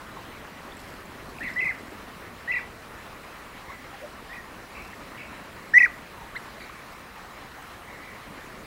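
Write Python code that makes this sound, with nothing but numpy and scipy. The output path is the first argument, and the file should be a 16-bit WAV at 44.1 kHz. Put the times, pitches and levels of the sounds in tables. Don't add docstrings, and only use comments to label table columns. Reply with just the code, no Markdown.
import sys
import numpy as np
from scipy import signal
from scipy.fft import rfft, irfft, next_fast_len
from scipy.io import wavfile
from scipy.ndimage import uniform_filter1d, map_coordinates

SR = 44100
rng = np.random.default_rng(int(sys.argv[2]) if len(sys.argv) > 2 else 0)


def materialize(psi):
    bounded = np.clip(np.atleast_2d(psi).T, -1, 1)
    quanta = np.round(bounded * 32767).astype(np.int16)
    wavfile.write(sys.argv[1], SR, quanta)


N = 381906
T = np.arange(N) / SR


def amp(db):
    return 10 ** (np.asarray(db) / 20)


def unit(x):
    return x / np.sqrt(np.mean(x ** 2) + 1e-20)


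def along(points, hz):
    f, v = np.transpose(points)
    return np.interp(np.log(hz + 1), np.log(f + 1), v)


def curves(rows, at):
    s, *cols = np.transpose(rows)
    return [np.interp(at, s, c) for c in cols]


def wobble(rate, size):
    knots = rng.standard_normal(int(size * rate / SR) + 4)
    return map_coordinates(knots, [np.arange(size) * rate / SR])


def filtered(x, response):
    m = next_fast_len(N + SR // 2)
    return irfft(rfft(x, m) * response(np.fft.rfftfreq(m, 1 / SR)), m)[:N]


def phase_of(hz):
    return 2 * np.pi * np.cumsum(hz) / SR


def add(track, s, sound):
    part = track[round(s * SR):][:len(sound)]
    part += sound[:len(part)]


def patchy_noise(patchy_db):
    z = signal.stft(rng.standard_normal(N), nperseg=512)[2]
    field = uniform_filter1d(rng.standard_normal(z.shape), size=7, axis=0)
    field = uniform_filter1d(field, size=9, axis=1)
    return signal.istft(z * amp(patchy_db * unit(field)), nperseg=512)[1][:N]


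def rocks(sound, echo_db, gap_s=0.0041, near_t60_s=0.27, far_t60_s=0.67, far_db=-17):
    # hz, gain_db
    echo_colour = [(1400, 4), (2000, 5.5), (2400, 8.5), (2700, 11.5), (3200, 3), (6000, -9.5),
                   (12000, -11.5)]
    t = np.arange(SR // 2) / SR
    near = amp(-60 * t / near_t60_s)
    far = amp(far_db - 60 * t / far_t60_s)
    decay = (t > gap_s) * (near + far)
    colour = amp(along(echo_colour, np.fft.rfftfreq(len(t), 1 / SR)))
    scatter = irfft(rfft(rng.standard_normal(len(t))) * colour, len(t))
    echo = signal.fftconvolve(sound, decay * scatter)
    echo *= amp(echo_db) * np.linalg.norm(sound) / np.linalg.norm(echo)
    add(echo, 0, sound)
    return echo


def air(split_hz=700, flutter_db=1.03, rumble_gain_db=4, hiss_db=-45, hiss_waver_db=0.4):
    # hz, relative_db_per_hz
    air_colour = [(12, -29.5), (20, -1.5), (65, 0.5), (116, -2.5), (220, -2), (430, -4.5), (568, -3.5),
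                  (817, -5.5), (1110, -2.5), (1590, -7), (1830, -5), (3390, -17), (4000, -18), (6080, -24),
                  (15700, -30)]
    # middle_hz, width_hz, boost_db
    hiss_bands = [(4050, 160, 2), (11100, 450, 2), (13620, 170, 4), (15400, 500, 3.5)]
    # time_s, level_db
    breeze = [(0.0, -52), (0.29, -50.5), (1.61, -51), (4.36, -53.5), (5.57, -51.5), (5.76, -53),
              (6.42, -51.5), (6.75, -53.5), (7.04, -52.5), (7.96, -53), (8.22, -52.5), (8.66, -50.5)]
    # pitch_hz, level_db
    whine = [(60, -66), (10020, -81)]

    def colour(hz):
        boost = sum(db * np.exp(-((hz - middle) / width) ** 2) for middle, width, db in hiss_bands)
        return amp(along(air_colour, hz) + boost)

    rumble = unit(filtered(rng.standard_normal(N), lambda hz: colour(hz) * (hz < split_hz)))
    hiss = unit(filtered(patchy_noise(patchy_db=1.57), lambda hz: colour(hz) * (hz >= split_hz)))
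    tones = np.zeros(N)
    for hz, db in whine:
        tones += amp(db) * np.sqrt(2) * np.sin(2 * np.pi * hz * T + 0.5 * wobble(4.1, N))
    rumble_db = curves(breeze, T)[0] + rumble_gain_db + flutter_db * wobble(14, N)
    hiss_course_db = hiss_db + hiss_waver_db * wobble(10, N)
    return amp(rumble_db) * rumble + amp(hiss_course_db) * hiss + tones


def lapping(count=320, middle_hz=290, spread=0.32, cycles=4, scatter_db=4):
    # time_s, level_db
    lapping_level = [(0, -54), (.8, -53.5), (1.9, -49), (2.6, -62.5), (5.3, -54), (8.1, -68), (8.4, -47),
                     (8.66, -60)]
    out = np.zeros(N)
    starts = (np.arange(count) + rng.random(count)) / count
    for start, (pitch, size) in zip(starts, rng.standard_normal((count, 2))):
        hz = middle_hz * np.exp(spread * pitch)
        u = np.linspace(0, 1, int(cycles * SR / hz))
        swell = np.sin(np.pi * np.sqrt(u)) ** 2
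        bubble = swell * np.sin(2 * np.pi * cycles * u)
        add(out, start * N / SR, amp(scatter_db * np.tanh(size)) * bubble)
    return amp(curves(lapping_level, T)[0]) * unit(out)


def spray(drops_per_s=350):
    # middle_s, spread_s, level_db at its height
    sprays = [(.83, 0.086, -57), (1.6, 0.31, -60), (4.9, 0.091, -60), (5.66, 0.05424, -62)]
    # hz, relative_db
    spray_colour = [(1500, -18), (3800, 1), (5200, 7), (6400, -2), (8000, 3), (9700, -10), (11300, 2.5),
                    (14000, -14)]
    drops = (rng.random(N) < drops_per_s / SR) * rng.standard_normal(N)
    patter = unit(filtered(drops, lambda hz: amp(along(spray_colour, hz))))
    shower = sum(amp(db) * np.exp(-((T - s) / spread) ** 2 / 2) for s, spread, db in sprays)
    return shower * patter


def plops(rise=0.047, unsteady=0.053):
    # start_s, length_s, pitch_hz at the middle, peak_db
    plop_list = [(0.166, 0.013, 1064, -35.5), (.720, .005, 3380, -39), (.770, 0.0022, 8200, -40),
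                 (1.055, .005, 6700, -49), (1.385, .003, 2380, -32), (1.485, 0.0038, 3650, -39),
                 (1.532, .014, 5000, -47), (1.587, 0.0072, 3120, -39), (3.687, 0.032, 1028, -38.5),
                 (3.925, 0.04, 806, -41), (4.01, 0.063, 583, -35.5), (4.929, 0.011, 1919, -36),
                 (6.203, 0.033, 950, -40), (6.376, .004, 8200, -46), (6.572, 0.024, 626, -40),
                 (6.694, 0.011, 1310, -35.5), (7.624, .003, 8300, -44)]
    out = np.zeros(N)
    for s, length, hz, db in plop_list:
        u = np.linspace(0, 1, int(length * SR))
        pitch = hz * (1 + rise * (u - 0.5) + unsteady * wobble(280, len(u)))
        ring = np.sin(np.pi * u) * np.sin(phase_of(pitch))
        add(out, s, rocks(amp(db) * ring, echo_db=-15))
    return out


def far_trills(flicks_per_s=46, fall=0.0417, unsteady=0.0261):
    # start_s, length_s, pitch_hz, level_db, swing as a share of the pitch,
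    # octave_db under the fundamental, echo_db against the direct sound
    trills = [(3.678, 0.09, 2106, -47.5, 0.042, -25, -6), (4.747, .08, 2455, -46.5, 0.097, -25, -2),
              (5.172, 0.07, 2496, -45, .10, -25, 0), (6.597, 0.055, 2170, -48.5, 0.094, -4, -2),
              (7.862, .13, 2080, -50.5, .08, -25, 0), (8.013, 0.13, 2150, -50.5, 0.083, -25, -2)]
    out = np.zeros(N)
    for s, length, hz, db, swing, octave_db, echo_db in trills:
        t = np.arange(int(length * SR)) / SR
        flicks = 2 * np.sin(np.pi * flicks_per_s * t + np.pi / 4) ** 4 - 1
        sinking = fall * (t / length - 0.5)
        pitch = hz * (1 + swing * flicks - sinking + unsteady * wobble(414, len(t)))
        phase = phase_of(pitch)
        voice = np.sin(phase) + amp(octave_db) * np.sin(2 * phase)
        trill = amp(db) * np.sqrt(2) * signal.windows.tukey(len(t), 0.2) * voice
        add(out, s, rocks(trill, echo_db, far_t60_s=1.0, far_db=16))
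    return out


def chip(start_s=6.348, length_s=0.0294, top_s=0.019, level_db=-27, fade_db=12, octave_db=-13):
    out = np.zeros(N)
    # time_s, pitch_hz, level_db against the top
    arch = [(0, 1214, -fade_db), (top_s, 2146, 0), (length_s, 1850, -fade_db)]
    hz, db = curves(arch, np.arange(int(length_s * SR)) / SR)
    phase = phase_of(hz)
    voice = np.sin(phase) + amp(octave_db) * np.sin(2 * phase)
    add(out, start_s, rocks(amp(level_db + db) * voice, echo_db=-15))
    return out


def roll(s, length, pitch, climb_hz_per_s, settle_hz, swell_db):
    # middle_s in the scene, length_s, rise_hz
    flick_list = [(1.435, .007, 900), (1.445, .006, 480), (1.455, .005, 340), (1.466, .005, 300),
                  (1.611, .011, 700), (1.649, .012, 560), (1.684, .006, 450), (2.521, .007, 760),
                  (2.531, .011, 780), (2.559, .008, 530), (2.586, .005, 530), (4.337, .008, 620),
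                  (4.357, .009, 620), (5.788, .007, 690), (5.7975, .010, 650), (5.8265, .008, 590),
                  (5.854, .007, 520)]
    scoop_hz, scoop_s = 560, 0.00295
    crest_hz, opening_db = 101, -3.5
    up_s, down_s = 0.0028, 0.004
    settle_s = 0.012
    full_flick_hz = 555
    drop_hz, drop_s = 993, 0.02
    attack_s, release_s = 0.0072, 0.023
    t = np.arange(int(length * SR)) / SR

    def step(at, span):
        return 0.5 + 0.5 * np.tanh(2 * (t - at) / span)

    flicks = [(at - s - width / 2, at - s + width / 2, rise)
              for at, width, rise in flick_list if s < at < s + length]
    opening_s = flicks[0][0]
    opening = 1 - step(opening_s, down_s)
    climb = opening * (crest_hz - climb_hz_per_s * (opening_s - t))
    lift = sum(rise * step(up, up_s) * (1 - step(down, down_s)) for up, down, rise in flicks)
    leftovers = [step(up, up_s) * np.exp(-np.maximum(t - down, 0) / settle_s) for up, down, _ in flicks]
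    settle = settle_hz * np.max(leftovers, axis=0)
    scoop = scoop_hz * np.exp(-t / scoop_s)
    slur = drop_hz * np.clip(1 - (length - t) / drop_s, 0, 1)
    hz = pitch - scoop + climb + np.maximum(lift, settle) - slur
    swell = amp(opening * np.interp(t, [0, opening_s], [opening_db, swell_db]))
    attack = np.minimum(t / attack_s, 1)
    release = np.minimum((length - t) / release_s, 1) ** 2
    return hz, swell * attack * release, lift / full_flick_hz


def rolling_calls(jitter=0.009, rasp_db=-49, overtone_dip=0.23):
    # start_s, length_s, pitch_hz, climb_hz_per_s of the opening note, settle_hz left after a flick,
    # level_db, swell_db of the opening note, dip_db on a full flick, octave_db, bright_db of the overtones,
    # echo_db against the direct sound
    rolls = [(1.403, .104, 1872, 8000, 170, -32.5, -1, -6, -27, -8, -2.5),
             (1.558, 0.17, 1963, 2600, 226, -26, 2.5, -7, -34, -9, -9),
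             (2.474, .133, 1936, 3800, 33, -27, 1.5, -4, -29, -17, -6.5),
             (4.289, 0.14, 1870, 5000, 155, -44.5, 5, -1, -26, -10.5, -7),
             (5.735, 0.14, 1922, 3340, 8.3, -13, 7.5, -9.5, -48, 1.5, -20.5)]
    # hz, gain_db
    throat = [(4200, -64), (4800, -41), (5300, -28), (5600, -37.5), (6300, -38), (7400, -64), (8300, -56),
              (9200, -46), (10000, -48), (11500, -54), (14000, -55), (15500, -47)]
    out = np.zeros(N)
    for (s, length, pitch, climb_hz_per_s, settle_hz, db, swell_db,
         dip_db, octave_db, bright_db, echo_db) in rolls:
        hz, gain, flick = roll(s, length, pitch, climb_hz_per_s, settle_hz, swell_db)
        phase = phase_of(hz * (1 + jitter * wobble(627, len(hz))))
        whistle = amp(dip_db * flick) * (np.sin(phase) + amp(octave_db) * np.sin(2 * phase))
        overtones = np.zeros(len(hz))
        for k in range(2, 9):
            audible = k * hz < SR / 2
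            overtones += amp(along(throat, k * hz)) * audible * np.sin(k * phase)
        rasp = amp(rasp_db) * rng.standard_normal(len(hz))
        edge = amp(bright_db + overtone_dip * dip_db * flick) * (overtones + rasp)
        call = np.sqrt(2) * amp(db) * gain * (whistle + edge)
        add(out, s, rocks(call, echo_db))
    return out


def scene():
    background = air() + lapping() + spray() + plops()
    birds = far_trills() + chip() + rolling_calls()
    return (background + birds)[None]


def record(dry, top_hz=15800):
    return np.array([filtered(channel, lambda hz: hz < top_hz) for channel in dry])


dry = scene()
out = record(dry)
materialize(out)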